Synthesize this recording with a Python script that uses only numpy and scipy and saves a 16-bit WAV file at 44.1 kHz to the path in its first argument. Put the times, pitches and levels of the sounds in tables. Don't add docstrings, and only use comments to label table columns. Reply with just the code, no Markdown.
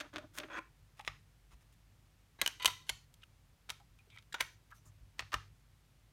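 import sys
import numpy as np
from scipy import signal
from scipy.fft import rfft, irfft
from scipy.io import wavfile
from scipy.ndimage import uniform_filter1d

SR = 44100
rng = np.random.default_rng(int(sys.argv[2]) if len(sys.argv) > 2 else 0)


def invert_db(x):
    u = np.asarray(x, float) / 20
    return 10 ** u


def unload_audio(sound):
    columns = np.transpose(np.atleast_2d(sound))
    steps = np.round(np.clip(columns, -1, 1) * 32767)
    wavfile.write(sys.argv[1], SR, steps.astype(np.int16))


N = 269892


def rms_one(x):
    return x / np.sqrt(np.mean(x ** 2) + 1e-24)


def band(x, low_hz, high_hz):
    return signal.sosfilt(signal.butter(2, [low_hz, high_hz], "band", fs=SR, output="sos"), x)


def resonance(x, hz, width_hz):
    r = np.exp(-np.pi * width_hz / SR)
    poles = [1, -2 * r * np.cos(2 * np.pi * hz / SR), r * r]
    return signal.lfilter(np.array([1, 0, -1]) * (1 - r * r) / 2, poles, x)


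def add(track, sound, s):
    i = max(round(s * SR), 0)
    track[i:i + len(sound)] += sound[:N - i]


def at_level(x, span, level_db):
    return invert_db(level_db) * x / np.sqrt(np.mean(band(x, 1500, 5000)[:span] ** 2))


def causal(level_db):
    cepstrum = irfft(np.log(invert_db(level_db)))
    half = len(cepstrum) // 2
    cepstrum[1:half] *= 2
    cepstrum[half + 1:] = 0
    return np.exp(rfft(cepstrum))


# t/s, level/dB, lows/dB, highs/dB
SNAPS = [(0.3852, -44, -14.5, -1), (0.391, -55, 2, -6), (0.4077, -67, 19, -28), (1.0489, -56.5, -5, -4),
         (1.533, -80, 19, -15), (2.4151, -30.5, -15, -3.5), (2.4619, -30.5, -16.5, -6.5),
         (2.4761, -35, -14, -4), (2.6469, -35.5, 3, -4.5), (2.6765, -39, -14, -3),
         (2.4185, -36.5, -10.5, -1.5), (0.1598, -45.5, -2, -10.5), (2.8953, -38.5, -12.5, 1),
         (2.898, -42.5, -6, 4.5), (3.6953, -46.5, -14.5, -8), (5.3315, -48, -2, -6), (3.1407, -68, -17, 8),
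         (3.236, -67.5, -5, 1), (4.174, -60.5, -13.5, -20), (4.3291, -53.5, -36, -7.5),
         (4.352, -71, -18, -15), (4.7144, -68.5, -2, -4), (5.3418, -36, -8, -10)]


def snaps():
    return clicks(SNAPS, contact_ms=1.8)


# t/s, level/dB, lows/dB, highs/dB
TAPS = [(0.0017, -49.5, -10, -7), (0.138, -63.5, -1, -6), (0.166, -48, -14, -15), (0.1822, -50, -3, -10),
        (0.4003, -48, -19, -14), (0.994, -56, 3, -2), (0.999, -57, 0, -49), (1.009, -59, -9, 2),
        (1.0767, -36.5, -1, -6), (1.0835, -69, -17, -6), (1.0925, -70, 6, -10), (1.5164, -78, 17, -16),
        (2.6569, -23.5, -15.5, -4), (2.8927, -36, -29, -7), (2.8995, -48, -6, -14),
        (3.7018, -41, -10.5, -4), (3.7177, -67, 3, 7), (3.8, -72, -3, -4), (3.9885, -73, -16, -2),
        (4.185, -60, -17.5, -9), (4.2239, -71.5, -15, -5), (4.3243, -54, -16.5, -7),
        (4.361, -60.5, -11, -16), (4.4052, -39, -6, -6), (4.4238, -48.5, -12, -6), (4.3826, -61, -5, -18),
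        (4.4105, -41, -4, -4), (4.4074, -31.5, -10.5, -5), (5.193, -38.5, -13.5, -11),
        (5.2045, -52.5, -3, -6), (5.222, -56.5, -2, -15), (5.3195, -54.5, -14, -10)]


def taps():
    return clicks(TAPS, contact_ms=2.6)


# t/s, level/dB, lows/dB, highs/dB
RATTLES = [(0.0068, -44.5, -10, -9.5), (0.1519, -66, -11, -9), (0.1603, -53, 3.5, -12),
           (0.4329, -51.5, -5.5, -25), (0.484, -64, -2, -38), (0.4994, -58, 14, -16),
           (2.3886, -70.5, 10, -19), (2.598, -52, -9, -9), (2.6795, -41, -0.5, -5.5),
           (2.6195, -49.5, -10, -9.5), (2.625, -45, -11.5, -3.5), (2.6315, -47.5, -9, -11.5),
           (2.604, -52, -7.5, -15), (2.7005, -50, -9, -7), (2.422, -45, -1, -11.5), (0.376, -52, -4, -14),
           (3.6905, -59, 1, -5), (4.101, -66.5, -19, -8.5), (4.342, -41.5, 1.5, -7.5), (5.331, -52, 6, -23),
           (5.3393, -42.5, 3, -6), (5.357, -63, -3, -9)]


def rattles():
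    return clicks(RATTLES, contact_ms=3.8)


def clicks(contacts, contact_ms):
    near, far, t = np.zeros(N), np.zeros(N), np.arange(2000) / SR
    length = max(contact_ms - .8, .15) / 1000
    for s, level_db, lows_db, highs_db in contacts:
        slips = rng.standard_normal(2000) * invert_db(2.7 * rng.standard_normal(2000))
        chatter = slips * (1 - np.exp(-t / (0.46 * length))) * np.exp(-t / (1.7 * length))
        force = signal.lfilter([1], [1, -.45], chatter) / np.linalg.norm(chatter)
        force[round(.6 * length * SR)] += 0.69 / (1 + (contact_ms / 3.4) ** 4)

        body_db = plate(s, lows_db, highs_db, damping=0.87)
        spectrum = rfft(force, 8192)
        force_db = 20 * np.log10(np.abs(spectrum) + .05)
        chance_db = uniform_filter1d(force_db, size=45) - uniform_filter1d(force_db, size=800)
        struck = spectrum * causal(body_db - 0.7 * chance_db)
        sound = at_level(irfft(struck), 260, level_db + 2.5)[:4000]
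        add(near, sound, s - .0003)

        even = irfft(causal(evened(body_db)))[:4000]
        add(far, even * np.linalg.norm(sound) / np.linalg.norm(even), s)
    return near, far


# start t/s, end t/s, level/dB, lows/dB, highs/dB
STRAINS = [
    (0.334, 0.387, -60, -5, 0.5),
    (0.499, 0.595, -49, 6.5, -12.5),
    (1.055, 1.076, -63, -3, 3),
    (2.597, 2.639, -53, -10.5, -13),
    (2.864, 2.896, -63, -11, -4),
    (3.212, 3.227, -69.5, -17, -11),
    (4.097, 4.171, -71, -4, -7),
    (4.39, 4.406, -51, -7, -10),
    (5.32, 5.336, -47, -3, -15),
]


def strains():
    return rubs(STRAINS, swell_db=17.5)


# start t/s, end t/s, level/dB, lows/dB, highs/dB
SLIDES = [
    (0.2, 0.253, -72, 19, -16),
    (0.391, 0.43, -61.5, 2, -30),
    (0.499, 0.56, -56, 3, -19),
    (0.969, 0.993, -71.5, 0, 2),
    (1.18, 1.218, -86, -8, 6),
    (1.508, 1.547, -71.5, 9, 3.5),
    (1.606, 1.632, -77.5, 10, 6),
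    (1.722, 1.742, -77, -17, 8.5),
    (2.386, 2.412, -59.5, -2, -12),
    (5.18, 5.193, -67, -2, -4),
]


def slides():
    return rubs(SLIDES, swell_db=1)


# start t/s, end t/s, level/dB, lows/dB, highs/dB
BRUSHES = [
    (0.017, 0.075, -63.5, 3.5, -33),
    (0.128, 0.195, -60.5, 4, -13),
    (0.435, 0.465, -68, 3, -41),
    (4.705, 4.717, -70, -4, -4),
    (4.743, 4.795, -78.5, -7, 5),
    (4.851, 4.898, -78.5, 9.5, 13),
]


def brushes():
    return rubs(BRUSHES, swell_db=-7)


def rubs(strokes, swell_db):
    out = np.zeros((2, N))
    for start, end, level_db, lows_db, highs_db in strokes:
        span = max(round((end - start) * SR), 100)
        along = np.arange(6000) / span
        pressure = invert_db(swell_db * np.minimum(along, 1))
        pressure = pressure * np.clip(along * 9.3, 0, 1) * np.clip((1 - along) * 11.0, 0, 1)
        slips = rng.standard_normal(6000) * invert_db(2.5 * rng.standard_normal(6000))
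        judder = invert_db(2.7 * rms_one(uniform_filter1d(rng.standard_normal(6000), size=70)))
        force = rfft(slips * judder * pressure, 8192)
        body_db = plate(start, lows_db, highs_db, damping=1.1)
        for track, colour_db in zip(out, [body_db, evened(body_db)]):
            sound = irfft(force * causal(colour_db))
            add(track, at_level(sound, span, level_db - 0.5)[:7000], start)
    return out


# f/Hz, width/Hz, level/dB
LID = [(310, 49, 10.5), (603, 25, 9.5), (1360, 820, 0), (2530, 36, -10), (3320, 77, -7), (3610, 170, -8.5),
       (4650, 82, -23), (6450, 270, -10), (9000, 500, -13), (12100, 410, -13)]
HINGE = [(320, 24, -8.5), (553, 76, -11.5), (1038, 33, -5.5), (1510, 190, -2.5), (1920, 55, -6),
         (2450, 220, -7), (2870, 45, -14), (3370, 120, -9), (4250, 50, -28), (6470, 41, -29)]
FLAT = [(1220, 150, -2), (2020, 300, 3.5), (2620, 560, 5), (3060, 55, 0), (3430, 73, 2), (3900, 120, -2),
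        (5100, 220, -9.5), (5710, 58, -15), (6670, 120, -15), (9100, 98, -19)]
# f/Hz, width/Hz, level/dB
RIM = [(1120, 56, -8.5), (2080, 160, -1)]
DROPPED = [(1630, 37, -0.5), (2470, 96, -7), (3040, 110, -7), (3220, 77, -6), (3900, 76, 1.5),
           (4340, 110, -9), (6290, 100, -6), (6900, 120, -10), (8500, 130, -12), (8760, 140, -13.5),
           (10800, 88.2, -16), (12500, 150, -8.5), (13010, 110, -12)]
# f/Hz, width/Hz, level/dB
BEND = [(950, 54, -0.5), (1550, 88, -4.5)]
TRAY = [(1620, 95, -5), (2400, 220, -9.5), (3010, 80, 5), (3700, 82, -23.5), (5670, 330, -16),
        (6300, 91, -13), (7200, 120, -19.5), (8200, 90, -20.5), (8750, 290, -22.5), (9890, 188, -22),
        (11100, 78, -27.5), (12040, 61, -20), (12460, 234.3, -23)]
# f/Hz, width/Hz, level/dB
HUB = [(1000, 16, 1), (1370, 83, -9.5), (2023, 33, -4), (2460, 39, -7.5), (2920, 23, -7), (3045, 120, -3.5),
       (3700, 190, -8), (4482, 85, -10), (6260, 350, -15), (7200, 200, -19.5), (8322, 110, -11),
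       (9200, 110, -16.5), (11530, 83, -13), (12940, 130, -20.5)]
GRIPPED = [(1040, 94, -7), (2480, 110, -6.5), (3050, 130, 1), (3750, 190, -5), (4260, 76, -14.5),
           (4540, 170, -12.5), (6090, 210, -13.5), (6600, 140, -18), (7440, 280, -18), (8320, 110, -11.5),
           (9200, 100, -20), (9900, 93, -18), (11300, 96, -13.5), (12840, 110, -24.5)]
PRESSED = [(1630, 40, -2), (2140, 79, 2.5), (3050, 210, 2), (3524, 60, -1.5), (4357, 70, -1),
           (5980, 30, -8), (6800, 50, -7.5), (7350, 110, -7), (9650, 150, -7.5), (11400, 100, -13),
           (14900, 61, -40)]
LIFTED = [(1318, 54, 5.5), (2240, 87, -0.5), (3220, 130, 2), (3740, 90, 1), (4933, 71, -26.5),
          (6100, 45, -13), (7900, 58, -15), (9500, 300, -13), (11300, 52, -11)]
# f/Hz, width/Hz, level/dB
TOUCHED = [(1700, 210, 2), (2810, 85, -23), (3340, 93, -5.5), (3900, 280, -8), (4800, 260, -13),
           (5400, 120, -15), (7400, 170, -7), (8440, 190, -18), (9210, 110, -18), (12100, 310, -17)]
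MET = [(966, 91, -2.5), (1466, 95, 1.5), (1890, 92, -10), (2330, 72, -8.5), (2890, 87, -8), (3400, 100, -8),
       (3730, 110, -8), (5940, 220, -11), (6880, 260, -11), (12300, 110, -26)]
LATCHED = [(1030, 49, -5), (1610, 150, -2.5), (2126, 320, -1), (2980, 160, -7.5), (3380, 100, -7),
           (3750, 150, -11), (4500, 140, -13.5), (6080, 210, -11), (7300, 100, -13), (8900, 130, -14),
           (9800, 170, -17.5), (10900, 180, -14), (11700, 150, -18)]
# f/Hz, width/Hz, level/dB
LAID = [(610, 15, -1), (1033, 55, 1), (1240, 180, 4), (1540, 29, -4), (1810, 100, -3), (2900, 48, -9),
        (3550, 97, -16), (5460, 95, -20), (6100, 51, -17), (9300, 210, -28), (11400, 140, -33.5),
        (14200, 300, -14)]
SET_DOWN = [(1000, 110, -5), (1280, 130, 0), (1880, 160, 0.5), (2604, 120, -4), (3360, 76, -9),
            (3820, 100, -12), (4370, 170, -4), (5500, 100, -8), (6450, 64, -12), (7800, 120, -7),
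            (8960, 270, -18), (12300, 490, -29)]
# f/Hz, width/Hz, level/dB
EDGES = [(15100, 2700, -17.5)]
# from t/s, modes, dense modes between level/dB, edge f/Hz below which it hardly radiates
BODIES = [(0, LID + EDGES, -9.5, 300), (.49, HINGE, -23, 300), (.8, FLAT, -19.5, 503),
          (2.2, RIM + DROPPED + EDGES, -13, 198), (2.45, BEND + TRAY, -11, 130.7),
          (2.55, HUB, -18.5, 521.8), (2.652, GRIPPED + EDGES, -15, 595), (2.67, HUB + EDGES, -14.5, 500),
          (2.8, BEND + PRESSED, -9.5, 450), (3.0, BEND + LIFTED, -4.5, 720), (4.3, TOUCHED, -20, 810),
          (4.338, MET + EDGES, -14, 404.3), (4.37, LATCHED + EDGES, -13.5, 603), (4.6, LAID, -10.5, 300),
          (5.1, SET_DOWN + EDGES, -6, 500), (5.3, LAID, -13, 300)]


def plate(s, lows_db, highs_db, damping):
    hz = np.maximum(np.arange(4097) * SR / 8192, 10)
    _, modes, between_db, edge_hz = [body for body in BODIES if body[0] <= s][-1]
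    feed_db = 1.5 * rng.standard_normal(30)
    power = invert_db(between_db) ** 2 / (1 + (edge_hz / hz) ** 3) / (1 + (hz / 5000) ** 2)
    for extra_db, (mode_hz, width, db) in zip(feed_db, modes):
        damped_hz = damping * width + 0.042 * mode_hz
        power = power + invert_db(db + extra_db) ** 2 / (1 + (2 * (hz - mode_hz) / damped_hz) ** 2) ** 1.5

    ranges = [(hz > low) & (hz < high) for low, high in [(400, 1500), (1500, 5000), (5000, 15000)]]
    have_db = [10 * np.log10(power[r].sum()) for r in ranges]
    wanted_db = np.array([lows_db, 0, highs_db])
    tilt_db = np.interp(np.log(hz), np.log([900, 2700, 7500]), wanted_db - have_db)
    soft_db = 1.4 * min(highs_db + 5.5, 0) * np.maximum(np.log2(hz / 6000), 0)
    top_db = -10.0 * np.maximum(np.log2(hz / 12000), 0)
    return 10 * np.log10(power) + tilt_db + soft_db + top_db


def evened(body_db):
    kept = 0.63
    return kept * body_db + (1 - kept) * uniform_filter1d(body_db, size=120)


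# start t/s, length t/s, f/Hz, width/Hz, level/dB
CREAKS = [(0.432, 0.019, 300, 80, -48), (0.53, 0.042, 1480, 180, -51), (0.572, 0.021, 1410, 500, -49),
          (0.996, 0.01, 850, 200, -49.5), (0.525, 0.052, 6450, 150, -68), (2.394, 0.016, 2500, 250, -65),
          (2.622, 0.014, 3100, 600, -52), (3.23, 0.011, 2780, 406, -57.5), (3.232, 0.0046, 1500, 247, -60),
          (3.798, 0.022, 797, 117.2, -67.5), (3.985, 0.028, 2470, 202, -69.5),
          (4.067, 0.019, 416, 79.3, -73.5), (4.105, 0.1, 2320, 300, -67.5), (4.107, 0.03, 3560, 400, -72),
          (4.171, 0.0068, 2085, 200, -54), (4.717, 0.015, 1360, 250.6, -54.5),
          (4.75, 0.057, 5970, 494, -77.5), (4.85, 0.049, 6800, 1500, -72.5)]


def creaks():
    out = np.zeros(N)
    for start, length, hz, width_hz, db in CREAKS:
        along = np.arange(5000) / SR / length
        slips = rng.standard_normal(5000) * invert_db(3.0 * rng.standard_normal(5000))
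        slips = slips * np.clip(along * 5.4, 0, 1) * np.clip((1.2 - along) * 1.8, 0, 1)
        sound = resonance(resonance(slips, hz, width_hz), hz, 2 * width_hz)
        add(out, invert_db(db) * rms_one(sound) * np.sqrt(SR * length / 5000), start)
    return out


# t/s, f/Hz, level/dB, t60/s
RINGS = [(2.465, 1570, -60, .4), (2.465, 2020, -61.5, .4), (2.465, 2470, -63, 0.36),
         (2.464, 3040, -57.5, .4), (2.465, 3750, -63, .4), (2.66, 1027, -52.5, 0.55),
         (2.675, 1338, -57, 0.46), (2.675, 2007, -52, .5), (2.675, 2420, -58.5, 0.55),
         (2.674, 2600, -59, .4), (2.659, 3080, -53.5, .5), (2.66, 3740, -51, 0.6), (2.675, 4317, -58.5, .4),
         (2.675, 5696, -55, .4), (2.897, 988, -63, 0.33), (2.898, 2140, -66, 0.21),
         (2.897, 3100, -61.5, 0.32)]


def rings():
    out, t = np.zeros(N), np.arange(SR // 2) / SR
    for s, hz, db, t60 in RINGS:
        tone = rms_one(resonance(rng.standard_normal(SR), hz, width_hz=26)[SR // 2:])
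        add(out, invert_db(db - 3.5 - 60 * t / t60) * np.clip(t / .003, 0, 1) * tone, s)
    return out


# t/s, peak level/dB
KNOCKS = [(1.073, -61), (1.529, -64), (2.414, -66), (2.649, -57.5), (2.904, -61), (3.697, -65),
          (4.406, -64), (4.852, -63), (5.009, -60.5), (5.209, -59), (5.341, -51.5)]
# f/Hz, level/dB, t60/s
TABLE = [(53.64, 12.5, 0.12), (97.3, 3.5, 0.43), (140, -3.5, 0.49), (184.8, -8.5, .07), (274, -10.5, 0.13)]


def table():
    out, t = np.zeros(N), np.arange(SR // 2) / SR
    for s, peak_db in KNOCKS:
        for hz, db, t60 in TABLE:
            ring = np.sin(2 * np.pi * hz * t) * invert_db(-60 * t / t60) * (1 - np.exp(-t / .004))
            add(out, invert_db(peak_db + db + 3 + 1.4 * rng.standard_normal()) * ring, s)
    return out


# f/Hz, t60/s, level/dB
ROOM = [(300, 1, -15), (676, 0.13, -11), (1146.4, 0.27, -12.5), (1930, 0.37, -15.5), (3100, 0.37, -19.5),
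        (5200, 0.47, -16.5), (8580, 0.34, -23), (13200, 0.38, -25.5)]


def room(x):
    t = np.arange(SR // 2) / SR
    tail = 0
    for hz, t60, db in ROOM:
        decay = invert_db(-60 * t / t60 - 7.0 * (t / 0.3) ** 3) * np.clip((t - .002) / 0.0024, 0, 1)
        echo = band(rng.standard_normal(len(t)), hz / 1.3, min(hz * 1.36, 17000)) * decay
        tail = tail + invert_db(db) * rms_one(echo) * np.sqrt((hz / (SR / 2)) / len(t))
    return signal.fftconvolve(x, tail)[:N]


def gated(x):
    gate_db = -75
    power = uniform_filter1d(x ** 2, size=600) ** 2
    return x * power / (power + invert_db(2 * gate_db) ** 2)


# f/Hz, density level/dB
HISS = [(82, -27.5), (140, -5), (205, -12.5), (400, -20.5), (2300, -24), (12000, -33.5), (15200, -35.5),
        (16500, -49)]
# f/Hz, width/Hz, level/dB
HUM = [(49.7, 13, -77), (102, 44, -73), (144.4, 6.5, -81.5)]


def background():
    air_db, motor_hz, motor_db = -73, 48.5, -69
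    drone_db, waver_db, waver_s = -75, 7.5, .12
    white = rng.standard_normal((5, N + SR))
    t = np.arange(N) / SR

    hz = np.maximum(np.arange(N // 2 + 1) * SR / N, 1)
    hiss_hz, hiss_db = np.transpose(HISS)
    shape = invert_db(np.interp(np.log(hz), np.log(hiss_hz), hiss_db))
    hiss = irfft(rfft(white[0, :N]) * shape, N)
    hiss = invert_db(air_db) * hiss / np.std(band(hiss, 80, 22000))

    hum = 0
    for noise, (f, wide, db) in zip(white[1:], HUM):
        hum = hum + invert_db(db) * rms_one(resonance(resonance(noise, f, wide), f, wide)[SR:])

    steps = np.arange(0, N / SR + 1, waver_s)
    swell_db = drone_db + waver_db * np.interp(t, steps, rng.standard_normal(len(steps)))
    drone = invert_db(swell_db) * rms_one(resonance(resonance(white[4], 95, 39), 95, 39)[SR:])

    wander = np.cumsum(rms_one(band(white[2], 4.5, 30))[SR:]) * 60 / SR
    motor = invert_db(motor_db) * np.sqrt(2) * np.sin(2 * np.pi * motor_hz * t + wander)
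    return hiss + motor + hum + drone


def scene():
    near, far = np.add.reduce([snaps(), taps(), rattles(), strains(), slides(), brushes()])
    singing = creaks()
    echoes = gated(room(far + singing) + rings())
    return (near + singing + echoes + table() + background())[None]


def band_limit(x):
    return signal.sosfilt(signal.butter(12, 16820, fs=SR, output="sos"), x)


def record(dry):
    heard = signal.sosfilt(signal.butter(4, 40, "high", fs=SR, output="sos"), dry)
    heard = signal.sosfilt(signal.cheby2(14, 50, 16800, fs=SR, output="sos"), heard)
    return band_limit(heard)


dry = scene()
out = record(dry)
unload_audio(out)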